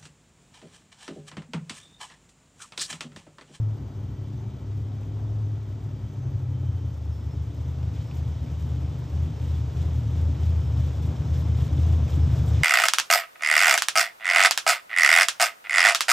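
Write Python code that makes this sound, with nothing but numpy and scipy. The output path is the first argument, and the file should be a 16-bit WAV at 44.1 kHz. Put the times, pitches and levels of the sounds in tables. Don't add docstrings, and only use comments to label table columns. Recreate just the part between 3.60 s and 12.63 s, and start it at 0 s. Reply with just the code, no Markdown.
import sys
import numpy as np
from scipy import signal
from scipy.fft import rfft, irfft, next_fast_len
from scipy.io import wavfile
from scipy.ndimage import map_coordinates

SR = 44100
rng = np.random.default_rng(int(sys.argv[2]) if len(sys.argv) > 2 else 0)


def transcribe(signal):
    frames = np.atleast_2d(signal).T
    limited = np.clip(frames, -1, 1)
    pcm = np.round(limited * 32767).astype(np.int16)
    wavfile.write(sys.argv[1], SR, pcm)


N = 398223


def amp(db):
    return 10 ** (np.asarray(db) / 20)


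def unit(x):
    return x / np.sqrt(np.mean(x ** 2) + 1e-20)


def along(points, hz):
    f, v = np.transpose(points)
    return np.interp(np.log(hz + 1), np.log(f + 1), v)


def curves(rows):
    s, *columns = np.transpose(rows)
    t = np.arange(N) / SR
    return [np.interp(t, s, column) for column in columns]


def wobble(rate):
    knots = rng.standard_normal(int(N * rate / SR) + 4)
    return map_coordinates(knots, [np.arange(N) * rate / SR])


def filtered(x, response):
    size = next_fast_len(N + SR // 2)
    hz = np.fft.rfftfreq(size, 1 / SR)
    return irfft(rfft(x, size) * response(hz), size)[..., :N]


def ring(x, spectrum, size=16384):
    level_db = along(spectrum, np.fft.rfftfreq(size, 1 / SR))
    cepstrum = irfft(np.log(amp(level_db)))
    cepstrum[1:size // 2] *= 2
    cepstrum[size // 2 + 1:] = 0
    impulse_response = irfft(np.exp(rfft(cepstrum)))
    return signal.fftconvolve(x, impulse_response)[:N]


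def passes(turns):
    return np.flatnonzero(np.diff(np.floor(turns)) > 0)


# frequency_hz, likeness
LIKENESS = [(100, 1), (250, 0.71), (500, 0.84), (800, .5), (1150, 0.5), (2000, 1), (4000, 0.9),
            (7000, 0.93), (12000, 0.98)]


def spread(pair):
    def mix(hz):
        angle = np.arccos(np.clip(along(LIKENESS, hz), -1, 1)) / 2
        return np.array([np.cos(angle), np.sin(angle)])

    mid, side = filtered(pair, mix)
    return unit(np.array([mid + side, mid - side]))


def coloured(pair, spectrum):
    return spread(filtered(pair, lambda hz: amp(along(spectrum, hz))))


def chatter(at, sizes, t60):
    t = np.arange(SR // 8) / SR
    decay = amp(-60 * t / t60)
    energy = signal.fftconvolve(np.bincount(at, sizes ** 2, N), decay ** 2)[:N]
    return unit(np.sqrt(np.abs(energy)) * rng.standard_normal((2, N)))


def held(s, length, attack_s=.008, release_s=.065):
    t = np.arange(N) / SR
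    onset = (t - s) / attack_s
    release = 1 - (t - s - length) / release_s
    return np.clip(np.minimum(onset, release), 0, 1)


# time_s, swell_db
LOUDNESS = [(3.15, 0), (3.42, -0.5), (3.9, 0.5), (4.3, 1.55), (5.2, 2.46), (6.2, 4.5), (7.2, 5.5), (8.5, 8),
            (8.92, 10)]
IDLE_RATES = [78, 95, 100, 105]


def level(rate, idle_db, swell_share):
    return np.interp(rate, IDLE_RATES, idle_db) + swell_share * curves(LOUDNESS)[0]


# time_s, firing_rate_hz, firing_tone_db
ENGINE_SPEED = [(0, 109.9, -22.5), (.1, 105, -25.5), (.22, 103.4, -42), (.44, 99.94, -37), (.8, 99.15, -48),
                (1.0, 100.6, -42), (1.13, 101.8, -31.5), (1.5, 103.7, -32), (1.85, 106, -26),
                (2.1, 102.7, -33), (2.54, 99.16, -39.5), (2.61, 96.8, -34.5), (2.78, 94.56, -34.5),
                (3.17, 88.53, -27.5), (3.4, 75, -33), (3.7, 73.82, -38), (4.5, 75.76, -37.5),
                (5.1, 73.13, -36.5), (6.45, 74.75, -33), (6.77, 75.53, -29.5), (7.1, 74.65, -31.5),
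                (7.85, 75.39, -31), (8.4, 75.2, -27), (9.03, 76.5, -25.5)]


def crankshaft(surge_db):
    steady_hz, tone_db = curves(ENGINE_SPEED)
    rate = steady_hz + 0.61 * surge_db
    return rate, np.cumsum(rate) / SR, tone_db


CYCLE_MULTIPLES = (5, 7, 9, 11, 13, 16, 21, 24, 29, 30, 31, 32, 48)
# slowest_db, slow_db, fast_db, fastest_db
MULTIPLE_LEVELS = [(-26, -28, -12.5, -10.5), (-16.5, -18.5, -13, -7.5), (-23, -3, -15, -30),
                   (-7.5, 3, -10.5, -16.5), (-5, -32, -26.5, -24), (-12, -28, -12.5, -24),
                   (-40.5, -32, -18, -21), (-26, -24, -23, -22.5), (-31.5, -33.5, -24.5, -24.5),
                   (-41, -30, -27, -29), (-43.5, -30.5, -25, -32), (-36, -25, -32, -31),
                   (-36.5, -38, -40.5, -41.5)]
# frequency_hz, level_db
PIPE_RESPONSE = [(22, -48.5), (40, -21), (53, -21.5), (63, -2.5), (72, -3), (84, 2), (95, -3.5), (108, 6.5),
                 (122, 2.5), (138, -1.5), (155, -7), (180, -17), (215, -18), (275, -17), (400, -34.5),
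                 (900, -48.5), (4000, -100)]


def exhaust(firings, rate, tone_db, surge_db):
    cycle = 2 * np.pi * firings / 8
    tone = np.sqrt(2) * amp(tone_db + surge_db) * np.sin(2 * np.pi * firings)
    crank_jitter = .018
    firing_surge_share = .35
    banks = np.zeros(N)
    for multiple, levels_db in zip(CYCLE_MULTIPLES, MULTIPLE_LEVELS):
        multiple_db = np.interp(rate, IDLE_RATES, levels_db) + 1.0 * wobble(5.8)
        if multiple % 8 == 0:
            multiple_db += firing_surge_share * (surge_db - surge_db.mean())
        drift = rng.uniform(-0.79, 0.34) + 0.18 * wobble(5.8)
        phase = multiple * cycle + drift + crank_jitter * multiple * wobble(28)
        banks += np.sqrt(2) * amp(multiple_db) * np.sin(phase)
    at = passes(firings)
    strengths = rng.uniform(-0.95, 1, len(at))
    burns = unit(ring(np.bincount(at, strengths, N), PIPE_RESPONSE))
    lope_db = level(rate, (-33.5, -31.5, -34, -34.5), swell_share=1.06)
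    lope = amp(lope_db) * (banks + amp(-2.0) * burns)
    thumps, weak = hard_burns(firings)
    return thumps + weak * stumbles() * (tone + lope)


# frequency_hz, level_db
HEADER_TUBES = [(150, -35.5), (208, -11), (236, 0), (258, -6.5), (283, 1), (315, -4.5), (345, -12),
                (385, -9), (430, -21), (2000, -87)]


def growl(firings, level_db):
    at = passes(firings)
    strengths = amp(4.0 * rng.standard_normal(len(at)))
    puffs = chatter(at, strengths, t60=.035)
    return amp(level_db) * spread(np.array([ring(puff, HEADER_TUBES) for puff in puffs]))


# frequency_hz, level_db
GAS_SPECTRUM = [(120, -26.5), (200, -4.5), (295, -2.5), (400, -1.5), (600, -5), (900, -8), (1400, -15.5),
                (2200, -28.5), (5000, -42), (12000, -72)]


def gas_rush(firings, level_db):
    cycle = 2 * np.pi * firings / 8
    bank_pulse_db = .9 * np.cos(3 * cycle)
    firing_pulse_db = .5 * np.cos(2 * np.pi * firings)
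    gain = amp(bank_pulse_db + firing_pulse_db + 0.65 * wobble(25))
    return amp(level_db) * coloured(gain * rng.standard_normal((2, N)), GAS_SPECTRUM)


# time_s, level_db
VALVE_TRAIN_LEVEL = [(0.1, -65.5), (0.67, -64.5), (3.5, -64), (4.39, -60), (7.3, -57), (8.85, -54.5),
                     (8.95, -50)]


def valve_train_level():
    return curves(VALVE_TRAIN_LEVEL)[0] + 0.54


# frequency_hz, level_db
BLOCK_RESPONSE = [(500, -20), (1200, -3), (1900, -1.5), (2400, -.5), (2800, -2), (3400, -1.5), (4600, -7),
                  (5300, -5.3), (5800, -6.8), (7000, -8.3), (8500, -15.5), (10000, -23), (12000, -23.5),
                  (15600, -33)]


def valves(firings, level_db):
    at = passes(2 * firings + .2 * wobble(90))
    ticks = chatter(at, amp(3 * rng.standard_normal(len(at))), t60=.03)
    hiss = rng.standard_normal((2, N))
    return amp(level_db) * coloured(amp(-4.5) * ticks + hiss, BLOCK_RESPONSE)


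def rattle(unevenness_rate, t60):
    contact_rate = 330 * amp(4 * wobble(unevenness_rate))
    at = passes(np.cumsum(contact_rate) / SR)
    return chatter(at, amp(3.5 * rng.standard_normal(len(at))), t60)


# frequency_hz, level_db
STEEL_SPECTRUM = [(1500, -22), (3200, 4), (4800, 1), (7300, 3.5), (8800, -1), (10000, -2), (11700, 1),
                  (13500, -3), (15600, -10)]


def driveline(level_db):
    return amp(level_db) * coloured(rattle(200, t60=.075), STEEL_SPECTRUM)


# frequency_hz, level_db
SHIELD_RESONANCES = [(2400, -22), (2850, -6), (2960, -10), (3080, 0), (3250, -7), (3480, 1), (3630, -6),
                     (3780, -2), (4200, -22), (6000, -45)]


def shield(level_db, lift_db):
    share = np.clip(0.66 + 0.29 * lift_db, 0, 1)
    full_db = level_db - 5
    return amp(full_db) * share * coloured(rattle(120, t60=.025), SHIELD_RESONANCES)


# time_s, ripple_hz
PUMP_RIPPLE = [(0, 776.5), (1.6, 775), (1.9, 779), (2.3, 774.5), (3.05, 777), (3.38, 776), (3.48, 767),
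               (5.2, 764.5), (7, 766.5), (9, 765.5)]
WHINE_RATES = [78, 86, 100, 105]
# multiple, slowest_db, slow_db, fast_db, fastest_db
WHINE_LEVELS = [(3, -82, -79, -78, -78), (4, -77, -73.5, -75, -77), (6, -78.5, -77.5, -78.5, -78.5),
                (7, -74.3, -77, -78.3, -78.3), (8, -76.3, -75, -76, -75.7)]
# start_s, length_s, multiple, lift_db
WHINE_SINGS = [(.45, .35, 4, 2.5), (.75, .04, 8, 6), (1.83, .04, 8, 4), (2.52, .12, 8, 4),
               (2.93, .38, 4, 8), (3.0, .35, 7, 3), (3.47, .33, 7, 4), (4.33, .15, 7, 3),
               (4.62, .75, 4, 3.5), (6.8, 1.3, 7, 3), (7.6, 1.3, 8, 2.5), (8.46, .46, 7, 4)]
# pitch_hz, level_db
FAN_HUM = [(891, -72), (1302, -75), (1950, -78)]


def accessories(rate, valve_db):
    pump_hz, = curves(PUMP_RIPPLE)
    pump_phase = 2 * np.pi * np.cumsum(pump_hz + 1.1 * wobble(9) + 1.6 * wobble(110)) / SR
    whine = np.zeros(N)
    for multiple, *levels_db in WHINE_LEVELS:
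        whine_db = np.interp(rate, WHINE_RATES, levels_db) + 1.1 * wobble(11) + 2.4 * wobble(40)
        for s, length, singing, lift_db in WHINE_SINGS:
            if singing == multiple:
                whine_db += lift_db * held(s, length)
        whine += amp(whine_db) * np.sin(multiple * pump_phase)
    hum = np.zeros(N)
    for hz, db in FAN_HUM:
        gain = amp(db + 2.0 * wobble(6.7))
        hum += gain * np.sin(2 * np.pi * np.cumsum(hz + 5 * wobble(30)) / SR)
    whine_swell_db = .65 * (valve_db - valve_db.mean())
    return np.sqrt(2) * (amp(whine_swell_db) * whine + hum)


STUMBLE_TIMES = [1.002, 2.009, 2.176, 3.209, 3.362, 4.473, 5.5, 5.785, 6.124, 6.757, 7.327, 7.578, 8.501]


def stumbles():
    t = np.arange(N) / SR
    depth_db, width_s = -4.5, .026
    return amp(depth_db * sum(np.exp(-((t - s) / width_s) ** 2) for s in STUMBLE_TIMES))


# time_s, peak_db
HARD_BURN_TIMES = [(2.445, -21), (2.755, -18), (3.097, -19), (3.497, -18.5), (3.67, -21), (3.779, -20.5),
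                   (3.821, -18), (4.094, -19.5), (4.239, -20), (4.279, -17.5), (4.402, -20.5), (4.589, -20),
                   (4.714, -20), (4.819, -18), (4.926, -18), (5.034, -19), (5.553, -17.5), (5.633, -18.5),
                   (5.901, -20), (6.214, -17), (7.446, -16), (7.486, -17), (7.611, -14), (7.897, -14),
                   (8.022, -11), (8.947, -14.5)]
# frequency_hz, level_db
THUMP_SPECTRUM = [(30, -40), (55, -16), (68, -1), (108, 0), (130, -4), (155, -13), (190, -30), (280, -34),
                  (500, -55), (2000, -100)]


def hard_burns(firings):
    t, at = np.arange(N) / SR, passes(firings)
    depth_db, width_s = -4, .016
    blows, weak = np.zeros(N), np.zeros(N)
    for s, peak_db in HARD_BURN_TIMES:
        i = at[np.argmin(np.abs(at / SR - s))]
        blows[i] = amp(peak_db - 3)
        weak += np.exp(-((t - i / SR) / width_s) ** 2)
    thumps = filtered(blows, lambda hz: -1j * amp(along(THUMP_SPECTRUM, hz)))
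    return thumps * blows.max() / np.abs(thumps).max(), amp(depth_db * weak)


# start_s, strength_db
SURGE_TIMES = [(3.4, 3), (3.61, 5), (3.909, 7), (4.47, 7), (4.78, 7), (5.48, 10), (5.77, 8), (6.079, 9),
               (6.458, 9.5), (6.76, 9.5), (7.069, 7), (7.35, 7), (7.58, 7), (8.1, 9.5), (8.491, 6.5),
               (8.74, 3.5)]


def surges():
    t = np.arange(N) / SR
    ends = [s for s, _ in SURGE_TIMES[1:]] + [N / SR]
    surge_db = np.zeros(N)
    for (s, strength_db), end in zip(SURGE_TIMES, ends):
        surge_db += strength_db * np.sin(np.pi * np.clip((t - s) / (end - s), 0, 1))
    return surge_db


# start_s, length_s, rattle_lift_db, clatter_lift_db
RATTLE_FITS = [(4.333, 0.044, 2, 4), (4.54, 0.05, 8, 2.2), (4.968, 0.12, 3.5, 0.5), (5.567, 0.048, 4, 1.5),
               (5.81, .15, 4.5, 2), (6.161, 0.071, 7, 3.5), (6.338, 0.032, 6.5, 1.5),
               (6.525, 0.062, 4.5, 2.3), (6.796, 0.081, 6.5, 2.5), (7.169, 0.14, 4, 2),
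               (7.421, 0.024, 9, 1), (7.73, 0.097, 7, 2), (7.958, .09, 7, 2.5), (8.16, .16, 5.5, 2),
               (8.474, 0.072, 7.5, 3), (8.68, 0.09, 5.5, 2), (8.855, 0.059, 8.5, -0.5)]


def fits():
    flutter = .85 + .2 * wobble(60)
    return flutter * sum(np.outer(lifts_db, held(s, length)) for s, length, *lifts_db in RATTLE_FITS)


# start_s, peak_db, ring_hz, width_hz, t60_s
KNOCKS = [(4.511, -41.5, 2660, 680, .019), (4.512, -52, 4300, 3000, .008), (4.553, -53, 13000, 4000, .03),
          (5.389, -55, 12500, 4000, .03), (7.796, -49, 11500, 6000, .03), (8.008, -43.5, 3400, 700, .06),
          (8.53, -43, 3200, 700, .06), (8.86, -49, 12500, 4000, .025), (8.884, -47, 8000, 700, .05)]


def loose_part():
    t = np.arange(SR // 8) / SR
    f = np.fft.rfftfreq(SR // 4, 1 / SR)
    out = np.zeros(N + SR)
    for s, peak_db, hz, width, t60 in KNOCKS:
        burst = rng.standard_normal(len(t)) * amp(-60 * t / t60)
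        band = 1j * f * width / (hz * hz - f * f + 1j * f * width)
        tick = irfft(rfft(burst, SR // 4) * band ** 2)
        out[round(s * SR):][:len(tick)] += amp(peak_db) * tick / np.abs(tick).max()
    return out[:N]


def scene():
    surge_db = surges()
    rattle_fit_db, clatter_fit_db = fits()
    rate, firings, tone_db = crankshaft(surge_db)
    gas_surge_db = 0.092 * surge_db
    rush_db = level(rate, (-52, -51, -53, -51), swell_share=0.95) + gas_surge_db
    growl_db = level(rate, (-50.5, -52.5, -55.5, -52.5), swell_share=.54) + gas_surge_db
    rattle_db = level(rate, (-69, -71, -72, -71), swell_share=.56) + rattle_fit_db
    valve_db = valve_train_level()
    gas = exhaust(firings, rate, tone_db, surge_db)
    gas = gas + growl(firings, growl_db) + gas_rush(firings, rush_db)
    metal = valves(firings, valve_db + clatter_fit_db) + driveline(rattle_db)
    metal = metal + shield(valve_db, clatter_fit_db) + loose_part()
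    balance = amp([[.6], [-.6]])
    return balance * gas + metal + accessories(rate, valve_db)


# frequency_hz, lag_rad
PORT_LAG = [(550, 0), (750, .4), (1250, .45), (1600, -.2), (3000, .55), (4200, .6), (5850, -.4), (7500, 0),
            (8600, -1.2), (9300, -2.9), (10700, -3.3), (12700, -6.28)]


def record(dry):
    left, right = filtered(dry, lambda hz: hz < 15700)
    return np.array([left, filtered(right, lambda hz: np.exp(-1j * along(PORT_LAG, hz)))])


dry = scene()
out = record(dry)
transcribe(out)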